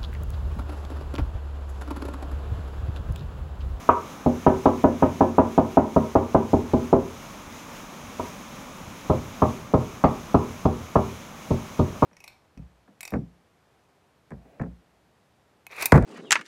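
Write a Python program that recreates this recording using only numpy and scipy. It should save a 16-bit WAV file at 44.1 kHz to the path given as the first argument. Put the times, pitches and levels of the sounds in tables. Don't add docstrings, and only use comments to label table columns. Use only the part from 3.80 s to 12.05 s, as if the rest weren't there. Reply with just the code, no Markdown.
import sys
import numpy as np
from scipy import signal
from scipy.fft import rfft, irfft
from scipy.io import wavfile
from scipy.ndimage import uniform_filter1d, minimum_filter1d

SR = 44100
rng = np.random.default_rng(int(sys.argv[2]) if len(sys.argv) > 2 else 0)


def pcm_store(signal):
    levels = np.round(np.clip(np.atleast_2d(signal), -1, 1) * 32767)
    wavfile.write(sys.argv[1], SR, levels.astype(np.int16).T)


N = 363825

# (frequency [Hz], relative spectral level [dB])
HUM_SPECTRUM = [(13, -38), (22, 6.5), (59, -11), (91, -11), (125, -7), (165, -2.5), (227, -1), (348, -10.5),
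                (404, -13.5), (598, -8), (644, -11.5), (1190, -9.5), (1900, -22.5), (2470, -54),
                (4180, -120)]
# (frequency [Hz], relative spectral level [dB])
HISS_SPECTRUM = [(1000, -32), (1700, -3.5), (1880, -2), (1970, -1.5), (2250, 3), (2680, -1), (3320, -2.5),
                 (3890, -4.5), (4510, -10), (4860, -7.5), (6480, -1.5), (8100, -14.5), (11000, -12.5),
                 (12500, -14.5), (15700, -16)]
# (time [s], force [dB], hardness of the contact [Hz])
BLOWS = [(0.0901, -0.5, 2090), (0.461, -3, 685), (0.6651, 0.2, 1720), (0.8564, -0.5, 1570),
         (1.04, -0.5, 1350), (1.224, -2.5, 1840), (1.4071, -1.5, 1430), (1.582, 0, 1430),
         (1.7781, -1.2, 1200), (1.971, -0.5, 1530), (2.162, -1, 1100), (2.353, -0.5, 1340),
         (2.5458, 0.2, 1150), (2.7324, -0.1, 780), (2.934, -0.5, 650), (3.128, -0.5, 1030),
         (4.3961, -12.5, 696), (5.2975, -1.5, 870), (5.619, 0, 1300), (5.9365, 2, 940), (6.239, 1.8, 1650),
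         (6.543, 4, 1030), (6.852, 2.5, 740), (7.155, 2.5, 1130), (7.7058, -1, 466), (7.992, 1, 620),
         (8.2224, 1.5, 1280)]
# (from time [s], spot [0 middle of the board, 1 nearer, 2 by its edge])
BLADE_SPOTS = [(0, 0), (0.3, 1), (4, 0), (5, 2)]
# (frequency [Hz], t60 [s], level struck at spot 0 [dB], at 1 [dB], at 2 [dB])
BOARD_MODES = [(48, 0.07, -22, -19.5, -19.5), (86.2, 0.33, -25, -22.5, -21.5),
               (120, 0.22, -35, -25.5, -20.5), (160.7, 0.065, -26.5, -13, -12.5),
               (224.8, 0.32, -51, -22.5, -24.5), (242.6, 0.23, -24.5, -15, -23),
               (279.4, 0.082, -16, -6.5, -13.0), (357.7, 0.047, -12, -7.5, -15),
               (384.7, 0.22, -23, -15, -22), (405, 0.1, -18.5, -17, -17.5),
               (465.4, 0.047, -11, -10.5, -13.5), (518.8, 0.21, -21.5, -19.5, -22),
               (580, 0.032, -12.5, -8, -11.5), (625.2, 0.11, -11.5, -9, -13.5),
               (664.5, 0.059, -7, -6.5, -14), (759.3, 0.11, -19.5, -18.5, -15.5),
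               (783.5, 0.051, -16, -8, -11.5), (842, 0.034, -10, -4.5, -8.5),
               (948.7, 0.089, -2.5, -8, -11.5), (1029, 0.068, -15, -13, -14.5),
               (1056, 0.12, -14, -17.5, -15.5), (1104, 0.05, -2, -15, -10.5), (1206, 0.071, -7, -15, -11),
               (1281, 0.052, -4, -15, -11.5), (1391, 0.11, -20, -25.5, -22), (1522, 0.1, -18, -24, -31),
               (1711, 0.12, -30, -26, -30)]
HAND_RING_SHARE = (0.81, 1.0, 0.84)
# (slap pitch [Hz], t60 [s], level [dB], delay to the clove's snap [s])
WOOD_PATCHES = [(1130, 0.026, 0.5, .001), (604, 0.014, -5.5, 0.00105), (610, 0.018, -20, 0.0037)]
# (time [s], level [dB])
GARLIC_CRACKS = [(0.855, -35), (1.7785, -35), (6.2437, -36)]
# (frequency [Hz], t60 [s])
ROOM_DECAY = [(60, 0.51), (150, 0.17), (300, 0.45), (600, 0.19), (1200, 0.29), (3000, 0.15), (10000, .2)]
# (time [s], force [dB])
FINGER_NUDGES = [(3.665, -23), (4.225, -20), (4.267, -21), (5.016, -23), (5.061, -21)]


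def amp(db):
    return 10 ** (np.asarray(db) / 20)


def unit_rms(x):
    return x / np.sqrt(np.mean(x ** 2) + 1e-20)


def curve_at(points, hz):
    point_hz, value = np.transpose(points)
    return np.interp(np.log(hz + 1), np.log(point_hz + 1), value)


def add(mix, start_s, sound):
    part = mix[max(round(start_s * SR), 0):][:len(sound)]
    part += sound[:len(part)]


def steady_noise(spectrum, waver_db):
    colour = amp(curve_at(spectrum, np.fft.rfftfreq(N, 1 / SR)))
    noise = irfft(rfft(rng.standard_normal(N)) * colour, N)
    knots = np.linspace(0, N, N * 10 // SR)
    waver = np.interp(np.arange(N), knots, rng.standard_normal(len(knots)))
    return unit_rms(noise) * amp(waver_db * waver)


def room_tone(hum_db=-41.5, hiss_db=-48):
    hum = amp(hum_db) * steady_noise(HUM_SPECTRUM, waver_db=0.54)
    hiss = amp(hiss_db) * steady_noise(HISS_SPECTRUM, waver_db=1.18)
    return hum + hiss


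def contact(hardness_hz):
    phase = 2 * np.pi * hardness_hz * np.arange(SR // 100) / SR
    pulse = phase ** 2 * np.exp(-phase)
    return pulse / pulse.sum()


def ring(modes_hz, t60s, levels_db):
    t = np.arange(SR // 2) / SR
    return sum((-1) ** k * amp(db - 60 * t / t60) * np.sin(2 * np.pi * hz * t)
               for k, (hz, t60, db) in enumerate(zip(modes_hz, t60s, levels_db)))


def rattle(band_hz=(1700, 3100), t60=0.12, swell_s=0.0045, level_db=-18):
    t = np.arange(SR // 2) / SR
    band = signal.butter(3, band_hz, "band", fs=SR, output="sos")
    envelope = (1 - np.exp(-t / swell_s)) * amp(level_db - 60 * t / t60)
    return envelope * unit_rms(signal.sosfilt(band, rng.standard_normal(len(t))))


def knock(spot, force_db, hardness_hz, scatter_db=1.73, detune=0.018, board_db=5):
    hz, t60, *db_by_spot = np.transpose(BOARD_MODES)
    pitch_draw, level_draw = rng.standard_normal((2, len(hz)))
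    pressed_hz = hz * (1 + detune * pitch_draw)
    struck_db = db_by_spot[spot] + scatter_db * level_draw
    board = amp(board_db) * ring(pressed_hz, t60 * HAND_RING_SHARE[spot], struck_db)
    slap_hz, slap_t60, slap_db, _ = WOOD_PATCHES[spot]
    slap = ring([slap_hz], [slap_t60], [slap_db])
    return amp(force_db) * signal.fftconvolve(board + slap + rattle(), contact(hardness_hz))


def garlic_snap(band_hz=(1900, 4600), crack_t60=0.012, tear_db=-5, tear_t60=0.085):
    t = np.arange(SR // 10) / SR
    crack_noise, tear_noise = rng.standard_normal((2, len(t)))
    crack = crack_noise * amp(-60 * t / crack_t60)
    tear = unit_rms(tear_noise * abs(tear_noise)) * amp(tear_db - 60 * t / tear_t60)
    band = signal.butter(2, band_hz, "band", fs=SR, output="sos")
    return 2 * signal.sosfilt(band, crack + tear)


def cleaver(crunch_db=-41, reference_hz=1000, db_per_octave=3):
    out = np.zeros(N)
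    for time_s, force_db, hardness_hz in BLOWS:
        spot = [place for since_s, place in BLADE_SPOTS if since_s <= time_s][-1]
        add(out, time_s, knock(spot, force_db, hardness_hz))
        cushion_db = db_per_octave * np.log2(reference_hz / hardness_hz)
        snap_delay_s = WOOD_PATCHES[spot][-1]
        add(out, time_s + snap_delay_s, amp(crunch_db + force_db + cushion_db) * garlic_snap())
    for time_s, crack_db in GARLIC_CRACKS:
        add(out, time_s, amp(crack_db) * garlic_snap())
    return out


def room_tail(gap_s=0.008, density=0.1):
    taps = rng.choice([-1., 1.], SR) * (rng.random(SR) < density) * (np.arange(SR) > gap_s * SR)
    hz, t, bands = signal.stft(taps, SR, nperseg=256)
    decay = amp(-60 * t / curve_at(ROOM_DECAY, hz)[:, None])
    spectrum = rfft(signal.istft(bands * decay, SR)[1])
    broad_colour = np.sqrt(uniform_filter1d(abs(spectrum) ** 2, size=120) + 1e-12)
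    return irfft(spectrum / broad_colour)


def kitchen_reflections(direct, sway_hz=0.238, tails=3):
    sway = 2 * np.pi * sway_hz * np.arange(N) / SR
    feeds = [direct * np.cos(sway + np.pi * k / tails) * np.sqrt(2 / tails) for k in range(tails)]
    return sum(signal.fftconvolve(feed, room_tail())[:N] for feed in feeds)


def fingers(edge_spot=2, fingertip_hz=120):
    out = np.zeros(N)
    for time_s, force_db in FINGER_NUDGES:
        add(out, time_s, knock(edge_spot, force_db, fingertip_hz))
    return out


def scene(room_db=-6):
    direct = cleaver() + fingers()
    return (direct + amp(room_db) * kitchen_reflections(direct) + room_tone())[None]


def gain_control(x, threshold_db=-16, squeeze=0.33, recovery_db_per_s=26, memory_s=0.3, memory_share=0.5):
    power_db = 10 * np.log10(abs(uniform_filter1d(x ** 2, size=180)) + 1e-12)
    cut_db = squeeze * np.maximum(power_db - threshold_db, 0)
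    recovery_db = np.arange(N) / SR * recovery_db_per_s
    duck_db = uniform_filter1d(np.maximum.accumulate(cut_db + recovery_db) - recovery_db, size=130)
    pole = np.exp(-1 / (memory_s * SR))
    held_db = memory_share * signal.lfilter([1 - pole], [1, -pole], duck_db)
    return x * amp(-duck_db - held_db)


def limiter(x, ceiling=0.96):
    allowed_gain = np.minimum(1, ceiling / (abs(x) + 1e-9))
    held_gain = minimum_filter1d(allowed_gain, size=121)
    return x * uniform_filter1d(uniform_filter1d(held_gain, size=61), size=61)


def record(dry, low_cut_hz=41, high_cut_hz=15850):
    low_cut = signal.butter(3, low_cut_hz, "high", fs=SR, output="sos")
    high_cut = signal.firwin(511, high_cut_hz, window=("kaiser", 9), fs=SR)
    microphone = signal.sosfilt(low_cut, dry[0])
    levelled = limiter(gain_control(microphone))
    return signal.oaconvolve(levelled, high_cut, "same")[None]


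dry = scene()
out = record(dry)
pcm_store(out)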